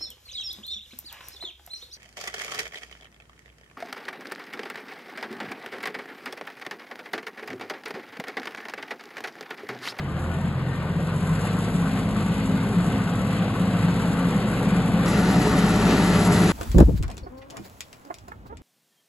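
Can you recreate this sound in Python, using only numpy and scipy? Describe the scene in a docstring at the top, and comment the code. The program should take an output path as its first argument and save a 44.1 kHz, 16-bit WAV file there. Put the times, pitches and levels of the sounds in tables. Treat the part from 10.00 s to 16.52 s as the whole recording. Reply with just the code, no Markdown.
"""Tractor dragging a cultivator

A three-cylinder diesel tractor speeds up in a field and then pulls steadily.
The exhaust booms from shaped noise and tones, the block clatters with every engine cycle,
gears whine, injectors tick, and soil crumbles off the tines as short bursts of noise.
Two microphone ports hear it first from well behind, then abruptly from close beside.
"""
import sys
import numpy as np
from scipy import signal
from scipy.fft import rfft, irfft, next_fast_len
from scipy.io import wavfile
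from scipy.ndimage import uniform_filter1d, map_coordinates

SR = 44100
rng = np.random.default_rng(int(sys.argv[2]) if len(sys.argv) > 2 else 0)


def inscribe(sig):
    """Save sig as 16-bit PCM at rate SR to the path in sys.argv[1].

    A 1-D sig is mono; a 2-D sig holds one channel per row.
    Samples are clipped to [-1, 1] before scaling.
    """
    pcm = np.round(np.clip(np.atleast_2d(sig).T, -1, 1) * 32767)
    wavfile.write(sys.argv[1], SR, pcm.astype(np.int16))


N = 287520

CLOSE_S = 5.06  # moment when the listening place jumps from behind to beside
FULL_SPEED = 17.4  # working speed, engine cycles per second

# Engine speed; one cycle is two crank turns and three firings: time_s, speed_cycles_per_s
ENGINE_SPEED = [(0, 12.8), (0.15, 12.9), (0.39, 14.38), (0.72, 14.45), (0.92, 14.87), (1.05, 14.87),
                (1.2, 15.03), (1.35, 16.45), (1.5, 17.45), (1.9, 17.2), (2.9, 17.23), (4, 17.41),
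                (5.05, 17.46), (5.07, 17.695), (6.15, 17.7), (6.26, 17.47), (6.36, 17.55), (6.48, 17.75)]
# Combustion bursts within one cycle: place (0-1 of the cycle), size (ratio), length (share of the cycle)
KNOCK_BURSTS = [(0.139, 0.7, 0.12), (0.417, 0.8, 0.059), (0.581, 0.47, 0.09), (.8, 0.24, .07)]
# Treble colour shared by injectors, soil and clods: pitch_hz, level_db (only the shape counts)
HISS_COLOUR = [(1500, -35), (3000, 9), (5500, 1.5), (7500, 10.5), (9600, 4.5), (11200, 9), (12000, -4.5)]


def exhaust(cycles):
    """Firing tones, and rough puffs whose boom climbs with engine speed over the pipe's fixed ring."""
    # Silencer colour at full speed: pitch_hz, level_db (only the shape counts)
    pipe_colour = [(30, -32), (70, -16.5), (120, -10.5), (155, -5), (180, -3.5), (205, -5.5), (245, -15),
                   (330, -29.5), (700, -85)]
    # Extra exhaust tones: multiple of the cycle rate, behind_db, beside_db (relative to the puffs)
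    exhaust_tones = [(4, -29, -18), (7, -12, -14), (8, -21, -14), (9, -16.5, -11.5), (10, -6, -5),
                     (11, -15.5, -12.5), (12, -8.5, -6.5)]
    # Level of the silencer's boom: time_s, level_db
    boom_level = [(0, -29.5), (.3, -30.5), (.5, -28.5), (1, -29), (1.7, -25.5), (2.2, -24.5), (2.65, -25),
                  (3.3, -24), (3.56, -27), (3.7, -24), (4.3, -23.5), (4.55, -24.5), (5.05, -21.5),
                  (5.4, -21.5), (5.48, -22.5), (5.7, -21), (6, -21), (6.52, -21)]
    # Level of the firing tone: time_s, level_db
    firing_level = [(0.0, -47), (0.6, -44), (1.24, -45), (1.32, -33), (1.56, -45), (1.68, -38), (2.52, -41),
                    (2.84, -44), (4.12, -41), (4.8, -38.5), (5.28, -35), (5.92, -32), (6.32, -35),
                    (6.52, -34)]
    # Level of its octave: time_s, level_db
    octave_level = [(0.0, -42), (0.28, -30.5), (0.56, -37), (1.12, -35), (1.56, -30.5), (1.96, -39),
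                    (2.08, -33), (2.48, -34), (2.6, -34), (3.28, -34), (3.48, -33.5), (3.92, -32.5),
                    (4.04, -39.5), (4.88, -37.5), (5.56, -33), (5.84, -32), (6.36, -28), (6.52, -34)]
    # Level of its third harmonic, which sings as the engine speeds up: time_s, level_db
    third_level = [(0, -48), (.35, -41), (.6, -29.5), (.9, -31.5), (1.3, -35), (1.7, -52)]

    steady = np.arange(N) / SR * FULL_SPEED
    puffs = colour(rng.standard_normal((2, N)) * bursts(steady, KNOCK_BURSTS, base=2.7), pipe_colour)
    # Play the steady puffs slower or faster, so their pitch follows the engine.
    position = cycles * SR / FULL_SPEED
    climbing = np.array([map_coordinates(side, [position], mode="mirror") for side in puffs])
    ring = colour(rng.standard_normal((2, N)) * bursts(cycles, KNOCK_BURSTS, base=1.2), pipe_colour)
    tones = lines(cycles, exhaust_tones, waver_db=2.5, drift=0.455)
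    boom = amp(-4.0) * climbing + amp(-6.5) * ring + tones
    boom = amp(curves(boom_level)[0]) * evened(boom, seconds=.06, share=.7)

    firings = 3 * cycles
    throb = 0
    for multiple, level in enumerate([firing_level, octave_level, third_level], 1):
        phase = 2 * np.pi * multiple * firings + multiple * 0.17 * wobble(7.2)
        throb = throb + amp(curves(level)[0]) * np.sqrt(2) * np.sin(phase)
    return boom + boom_swells(boom[0]) + throb


def boom_swells(boom):
    """The boom swells irregularly for a few periods, starting from its own phase."""
    # Boom swells: peak_s, level_db (before the trim below), pitch_hz, length_s
    swell_table = [(0.168, -26, 174, .03), (0.38, -28, 174, .025), (0.452, -24, 185, .025),
                   (.477, -24, 190, 0.018), (0.827, -24, 166, .025), (0.912, -20, 155, .035),
                   (0.978, -18.5, 159, 0.027), (1.037, -21, 160, .025), (1.1, -22, 162, .025),
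                   (1.161, -20, 160, .025), (1.229, -21.5, 170, 0.035), (1.315, -19.5, 162, 0.066),
                   (1.55, -21, 176, .03), (1.754, -18, 175, .03), (1.814, -21, 175, 0.033),
                   (1.87, -27, 173, .025), (2.173, -20.5, 192, .03), (2.212, -22, 185, .025),
                   (2.304, -22, 176, .04), (2.506, -20, 176, 0.022), (2.543, -20.5, 190, 0.028),
                   (2.787, -16.5, 177, 0.073), (2.877, -19.5, 172, 0.033), (2.978, -25, 187, .025),
                   (3.222, -22, 177, 0.026), (3.418, -21, 174, 0.056), (3.627, -18.5, 174, 0.045),
                   (3.685, -17, 183, .03), (3.751, -21, 180, 0.027), (3.846, -15, 172, .03),
                   (3.894, -17, 186, 0.028), (4.091, -20, 180, 0.021), (4.269, -17.5, 183, .035),
                   (4.36, -14.5, 190, 0.032), (4.679, -17, 186, 0.027), (4.731, -17, 194, .025),
                   (4.781, -17, 175, 0.038), (4.944, -17.5, 186, 0.028), (5.008, -24, 181, 0.028),
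                   (5.194, -16.5, 194, .03), (5.303, -18, 187, 0.03), (5.384, -14, 181, 0.054),
                   (5.592, -18, 192, .025), (5.64, -14.5, 189, 0.033), (5.865, -16, 190, 0.035),
                   (5.903, -23, 185, 0.028), (6.01, -22, 176, 0.022), (6.1, -21, 174, 0.023),
                   (6.159, -19, 180, .025), (6.298, -14, 175, 0.029), (6.353, -15, 183, 0.019),
                   (6.41, -15, 185, 0.032), (6.457, -14, 178, 0.022)]
    trim_db = -3.5
    t = np.arange(N) / SR
    boom_phase = np.angle(signal.hilbert(boom))
    total = 0
    for peak_s, level_db, pitch_hz, length_s in swell_table:
        swell = amp(level_db + trim_db) * np.exp(-(2 * (t - peak_s) / length_s) ** 2)
        start_phase = np.take(boom_phase, int(peak_s * SR), mode="clip")
        total = total + swell * np.sqrt(2) * np.cos(2 * np.pi * pitch_hz * (t - peak_s) + start_phase)
    return total


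def block(cycles):
    """Combustion thuds in the lower block and clatters in the panels, over droning harmonics and fan."""
    # Thud bursts within one cycle: place (0-1 of the cycle), size (ratio), length (share of the cycle)
    thud_bursts = [(0.122, 0.54, 0.14), (.47, 0.096, 0.075), (.8, 0.22, 0.099)]
    # Lower block colour from behind: pitch_hz, level_db (only the shape counts)
    thud_behind = [(140, -25), (260, -5.5), (340, -10.5), (520, -12), (750, -15), (950, -21), (1300, -47)]
    # The same from beside: pitch_hz, level_db
    thud_beside = [(140, -24), (250, -3), (390, -4), (490, -9.5), (750, -12.5), (950, -14.5), (1300, -56)]
    # Upper block colour from behind: pitch_hz, level_db (only the shape counts)
    clatter_behind = [(600, -37), (1000, -18.5), (1500, -21.5), (1850, -25), (3000, -34), (5000, -84)]
    # The same from beside: pitch_hz, level_db
    clatter_beside = [(600, -42), (1030, -21.5), (1400, -15), (1650, -25.5), (2000, -16.5), (2500, -36),
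                      (5000, -90)]
    # Resonances of block, bonnet and mudguards: pitch_hz, width_hz, lift_behind_db, lift_beside_db
    panels = [(417, 24, -0.5, 6), (519, 49, 4, -0.5), (680, 59, 1, -0.5), (593, 39, -1.5, 6.5),
              (764, 89, 1.5, 3), (905, 100, 2, 3), (1164, 215, 5, 6), (1322, 46, 4, 1), (1462, 51, 8, 5.5),
              (1556, 50, 7, 4)]
    # Fan and block tones: multiple of the cycle rate, behind_db, beside_db (before the shared trim)
    whine_tones = [(15.3, -1.5, -2), (18, -19, -7.5), (19, -16, -19), (20, -21, -14), (21, -24, -13),
                   (22, -24, -10), (23, -17, -16), (24, -24, -11), (26, -16, -15), (28, -17, -17),
                   (29, -17, -23), (30, -13, -20), (31, -17, -21), (33, -19, -16), (36, -19, -21),
                   (38, -22, -18), (39, -16, -26), (40, -16, -14), (42, -25, -12), (43, -25, -15),
                   (44, -20, -22), (53, -28, -20), (62, -22, -25), (65, -23, -27), (66, -27, -19),
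                   (76, -18.5, -14), (83, -27, -17), (84, -20, -22), (86, -22, -28), (93, -27, -32),
                   (98, -33, -20)]
    # Lower block loudness: behind_db, beside_db, db per halving of distance, db per extra cycle/s,
    # db at full throttle
    thud_law = (-30, -30, 7, 0.9, 0.6)
    # Loudness of the upper block and panels: same columns
    clatter_law = (-36.5, -36, 5, 0.72, 2.3)

    shaken = cycles + .0025 * wobble(9)  # the crank never turns quite evenly
    thuds = repeating(shaken, loose=.75) * bursts(cycles, thud_bursts, base=.9) * amp(1.0 * wobble(50))
    knocks = repeating(shaken, loose=.62) * bursts(cycles, KNOCK_BURSTS, base=1.2) * amp(1.2 * wobble(28))
    thuds, knocks = patchy(thuds), patchy(knocks)
    rear = [(hz, width, db) for hz, width, db, _ in panels]
    flank = [(hz, width, db) for hz, width, _, db in panels]
    thud = by_view(colour(thuds, thud_behind, rear), colour(thuds, thud_beside, flank))
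    clatter = by_view(colour(knocks, clatter_behind, rear), colour(knocks, clatter_beside, flank))
    whine = amp(by_view(-4, -7)) * lines(shaken, whine_tones, waver_db=3, drift=.45)
    lower = amp(by_view(-0.73, -.6)) * thud + whine
    return loudness(thud_law) * lower + loudness(clatter_law) * clatter


def valves(cycles):
    """The valve train rattles lightly: dense taps that swell with the knocks."""
    # Valve colour from behind: pitch_hz, level_db (only the shape counts)
    valves_behind = [(1200, -6), (1700, -0.5), (2100, 5.5), (2280, 3.5), (2450, 1), (3100, -0.5),
                     (4000, -3.5), (5100, -11), (9000, -49)]
    # The same from beside: pitch_hz, level_db
    valves_beside = [(1200, -15), (1700, 5.5), (2100, 3.5), (2350, 2.5), (2750, -0.5), (3400, -4),
                     (3900, -1), (5000, -6), (6200, -8.5), (9000, -18)]
    # Valve loudness: behind_db, beside_db (before the trims below), db per halving of distance,
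    # db per extra cycle/s, db at full throttle
    valves_law = (-40.5, -38.5, 6.5, 1.26, 0.5)
    taps = repeating(cycles, loose=0.86) * bursts(cycles, KNOCK_BURSTS, base=2.9) * amp(1.0 * wobble(22))
    taps = patchy(taps)
    rattle = by_view(amp(1.5) * colour(taps, valves_behind), amp(0.76) * colour(taps, valves_beside))
    return loudness(valves_law) * rattle


def gears(cycles):
    """The timing gears sing thinly at fixed multiples of the cycle rate."""
    # Gear tones: multiple of the cycle rate, behind_db, beside_db (relative to the level below)
    gear_tones = [(126, 0, 0), (133, -4, -12)]
    # Level of the gear song: time_s, level_db
    gear_level = [(0, -58), (.5, -53.5), (1, -56), (1.6, -65), (4, -65), (4.7, -59), (6.52, -58)]
    return amp(curves(gear_level)[0]) * lines(cycles, gear_tones, waver_db=3, drift=0.57)


def treble(crank):
    """Injector ticks and falling soil share one level that changes over time."""
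    # Shared treble level: time_s, level_db (before the mix gains below)
    treble_level = [(0.0, -65), (0.24, -53), (0.56, -59), (0.88, -55.5), (1.04, -55.5), (1.4, -48),
                    (2.72, -49.5), (3.0, -50.5), (3.28, -47), (3.4, -51.5), (4.16, -47), (4.88, -48),
                    (5.05, -49.5), (5.07, -43), (6.32, -39), (6.52, -37.5)]
    mix = amp(1.5) * injectors(crank) + amp(-10.5) * soil(per_second=1200, spread_db=10.0)
    return amp(curves(treble_level)[0]) * mix


def injectors(cycles):
    """Bright ticks of noise, one cylinder much sharper than the others."""
    # Ticks within one cycle: place (0-1 of the cycle), size (ratio), length (share of the cycle)
    tick_bursts = [(.14, 0.48, 0.15), (.49, 0.97, 0.083), (.82, .17, 0.047)]
    ticks = by_view(bursts(cycles, tick_bursts, base=0.54), bursts(cycles, tick_bursts, base=0.89))
    ticks = uniform_filter1d(ticks, size=120)  # each tick swells over a few milliseconds
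    return colour(rng.standard_normal((2, N)) * ticks * amp(1.67 * wobble(30)), HISS_COLOUR)


def soil(per_second, spread_db):
    """Crumbs and dry roots break off the tines in clumps: random clicks of random size."""
    chance = per_second / SR * amp(5.8 * wobble(6))
    sizes = amp(spread_db * np.minimum(rng.exponential(size=N), 3))
    crumbs = (rng.random(N) < chance) * sizes * rng.standard_normal((2, N))
    return colour(crumbs, HISS_COLOUR)


def clods():
    """A few big clods crack on the tines with a short, fading crunch of noise."""
    # Clods: start_s, level_db
    clod_table = [(1.408, -44), (1.641, -43), (5.416, -36), (5.529, -45), (6.263, -39), (6.322, -30.5),
                  (6.49, -40)]
    decay_s = 0.013
    t = np.arange(N) / SR
    crunch = sum(amp(db) * (t >= s) * np.exp(-np.abs(t - s) / decay_s) for s, db in clod_table)
    return colour(rng.standard_normal((2, N)), HISS_COLOUR) * crunch


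def tick():
    """One small bright tick as the listening place changes: a single spike without its bass."""
    spike = amp(-17) * (np.arange(N) == round(CLOSE_S * SR))
    return filtered(spike, lambda hz: hz / (hz + 1500))


def throttle():
    """Extra fuel, 0-1: it follows the gain in engine speed, and is zero in the close view."""
    full_rise = 3.9  # gain of speed at full fuel, cycles per second each second
    smooth_s = 0.047
    rise = by_view(np.gradient(curves(ENGINE_SPEED)[0]) * SR, 0)
    return uniform_filter1d(np.clip(rise / full_rise, 0, 1), size=max(1, int(smooth_s * SR)))


def loudness(law):
    """Gain of one part: it grows with nearness, engine speed and throttle."""
    # Distance to the tractor: time_s, distance_m
    distance = [(0, 13.5), (5.05, 8.46), (5.07, 5.9), (6.52, 4.63)]
    reference_m = 9
    behind_db, beside_db, near_db, speed_db, throttle_db = law
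    halvings = np.log2(reference_m / curves(distance)[0])
    extra_speed = curves(ENGINE_SPEED)[0] - FULL_SPEED
    return amp(by_view(behind_db, beside_db) + near_db * halvings
               + speed_db * extra_speed + throttle_db * throttle())


def bursts(cycles, table, base):
    """Envelope of rms 1: sharp decaying bursts at fixed crank angles over a steady base."""
    return unit(base + sum(size * np.exp(-((cycles - place) % 1) / length) for place, size, length in table))


def repeating(cycles, loose, size=2520):
    """Two dense trains of contacts that recur every cycle; the share loose is new each time."""
    loose = np.clip(loose, 0, 1)
    spectrum = np.exp(2j * np.pi * rng.random((2, size // 2 + 1)))
    place = np.arange(size) / size
    locked = np.array([np.interp(cycles % 1, place, p, period=1) for p in irfft(spectrum, size)])
    return np.sqrt(1 - loose) * unit(locked) + np.sqrt(loose) * rng.standard_normal((2, N))


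def lines(cycles, table, waver_db, drift):
    """Tones tied to the crank, each wavering a little in strength and phase."""
    total = 0
    for order, behind_db, beside_db in table:
        strength = amp(by_view(behind_db, beside_db) + waver_db * wobble(7))
        phase = 2 * np.pi * (order * cycles + rng.random()) + drift * wobble(5)
        total = total + strength * np.sqrt(2) * np.sin(phase)
    return total


def patchy(pair):
    """Narrow resonances swell and fade at random, each for about a tenth of a second."""
    spread_db = 1.8  # how far the resonances come and go, rms
    z = signal.stft(pair, nperseg=2048)[2]
    field = uniform_filter1d(rng.standard_normal(z.shape[1:]), size=2, axis=0)  # across pitch
    field = uniform_filter1d(field, size=5, axis=1)  # across time
    return unit(signal.istft(z * amp(spread_db * unit(field)), nperseg=2048)[1][:, :N])


def evened(pair, seconds, share):
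    """Take a share out of the slow swells and leave the quick beats."""
    power = np.abs(uniform_filter1d(np.mean(pair[:1] ** 2, axis=0), size=max(1, int(seconds * SR))))
    return unit(pair / (power + 1e-9) ** (.5 * np.clip(share, 0, 1)))


def colour(pair, spectrum, modes=()):
    """Shape a pair of signals by a spectrum with resonant lifts, to rms 1."""
    def lift_db(hz):
        return sum(db / (1 + (2 * (hz - centre) / width) ** 2) for centre, width, db in modes)
    return unit(filtered(pair, lambda hz: amp(along(spectrum, hz) + lift_db(hz))))


def ports(pair):
    """A shared and an unshared part reach the two ports, with a phase lead that depends on the view."""
    # Likeness of the two ports: pitch_hz, likeness (0-1), left lead behind and beside (half turns)
    port_table = np.array([(60, .98, 0, 0), (150, .993, 0, 0), (600, .975, 0, 0), (1300, .93, .03, 0),
                           (1900, .6, .25, -.1), (2280, .55, 1, 1), (2600, .7, 2.25, 1.85),
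                           (4300, .55, 2.3, 1.75), (5200, .95, 2.95, 1.6), (6000, .95, 2.95, 1.8),
                           (6600, .97, 2, 2), (7500, .95, 1.95, 1.95), (8500, .97, 1.05, 1.05),
                           (9800, .97, .95, .95), (10500, .99, 0, 0)])
    # Balance between the ports: pitch_hz, left_minus_right_db
    balance = [(30, -2), (70, -1.5), (150, 0), (300, .2), (700, 1.4), (1400, 2.4), (2800, 3.3), (4200, -.1)]

    def column(hz, axis):
        return along(port_table[:, [0, axis]], hz)

    def turn(hz):  # an angle that splits shared from unshared sound
        return np.arccos(np.clip(column(hz, axis=1), 0, 1)) / 2

    shared, apart = filtered(pair, lambda hz: np.array([np.cos(turn(hz)), np.sin(turn(hz))]))
    both = np.array([shared + apart, shared - apart])
    half = np.array([[.5], [-.5]])  # each port takes half of the difference

    def heard(axis):
        return filtered(both, lambda hz: amp(half * along(balance, hz))
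                        * np.exp(1j * np.pi * half * column(hz, axis=axis)))
    return by_view(heard(axis=2), heard(axis=3))


def by_view(behind, beside):
    """The listening place changes at one instant."""
    return np.where(np.arange(N) < CLOSE_S * SR, behind, beside)


def amp(db):
    """Decibels to gain."""
    return 10 ** (np.asarray(db) / 20)


def unit(x):
    """Scale to rms 1."""
    return x / np.sqrt(np.mean(x ** 2) + 1e-20)


def along(points, hz):
    """Read a curve of (pitch_hz, value) points on a log pitch axis."""
    f, v = np.transpose(points)
    return np.interp(np.log(hz + 1), np.log(f + 1), v)


def curves(rows):
    """One value per sample for each column after the time."""
    s, *cols = np.transpose(rows)
    return np.array([np.interp(np.arange(N) / SR, s, c) for c in cols])


def wobble(rate):
    """A smooth random curve through rate random points a second."""
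    coarse = np.arange(0, N, 64)
    knots = rng.standard_normal(int(N * rate / SR) + 4)
    return np.interp(np.arange(N), coarse, map_coordinates(knots, [coarse * rate / SR]))


def filtered(x, response):
    """Multiply the spectrum of x by a response that depends on pitch."""
    size = next_fast_len(N + 8192)
    return irfft(rfft(x, size) * response(np.fft.rfftfreq(size, 1 / SR)), size)[..., :N]


def scene():
    """One crankshaft drives every engine layer while the tines break the soil."""
    cycles = np.cumsum(curves(ENGINE_SPEED)[0]) / SR
    crank = cycles + by_view(0, .47)  # the engine is at another angle when the view changes
    engine = exhaust(cycles) + block(crank) + gears(crank) + valves(crank)
    return tick() + ports(engine + treble(crank) + clods())


def record(dry):
    """Nothing at or above the 12 kHz band limit is kept."""
    return filtered(dry, lambda hz: hz < 12000)


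dry = scene()
out = record(dry)
inscribe(out)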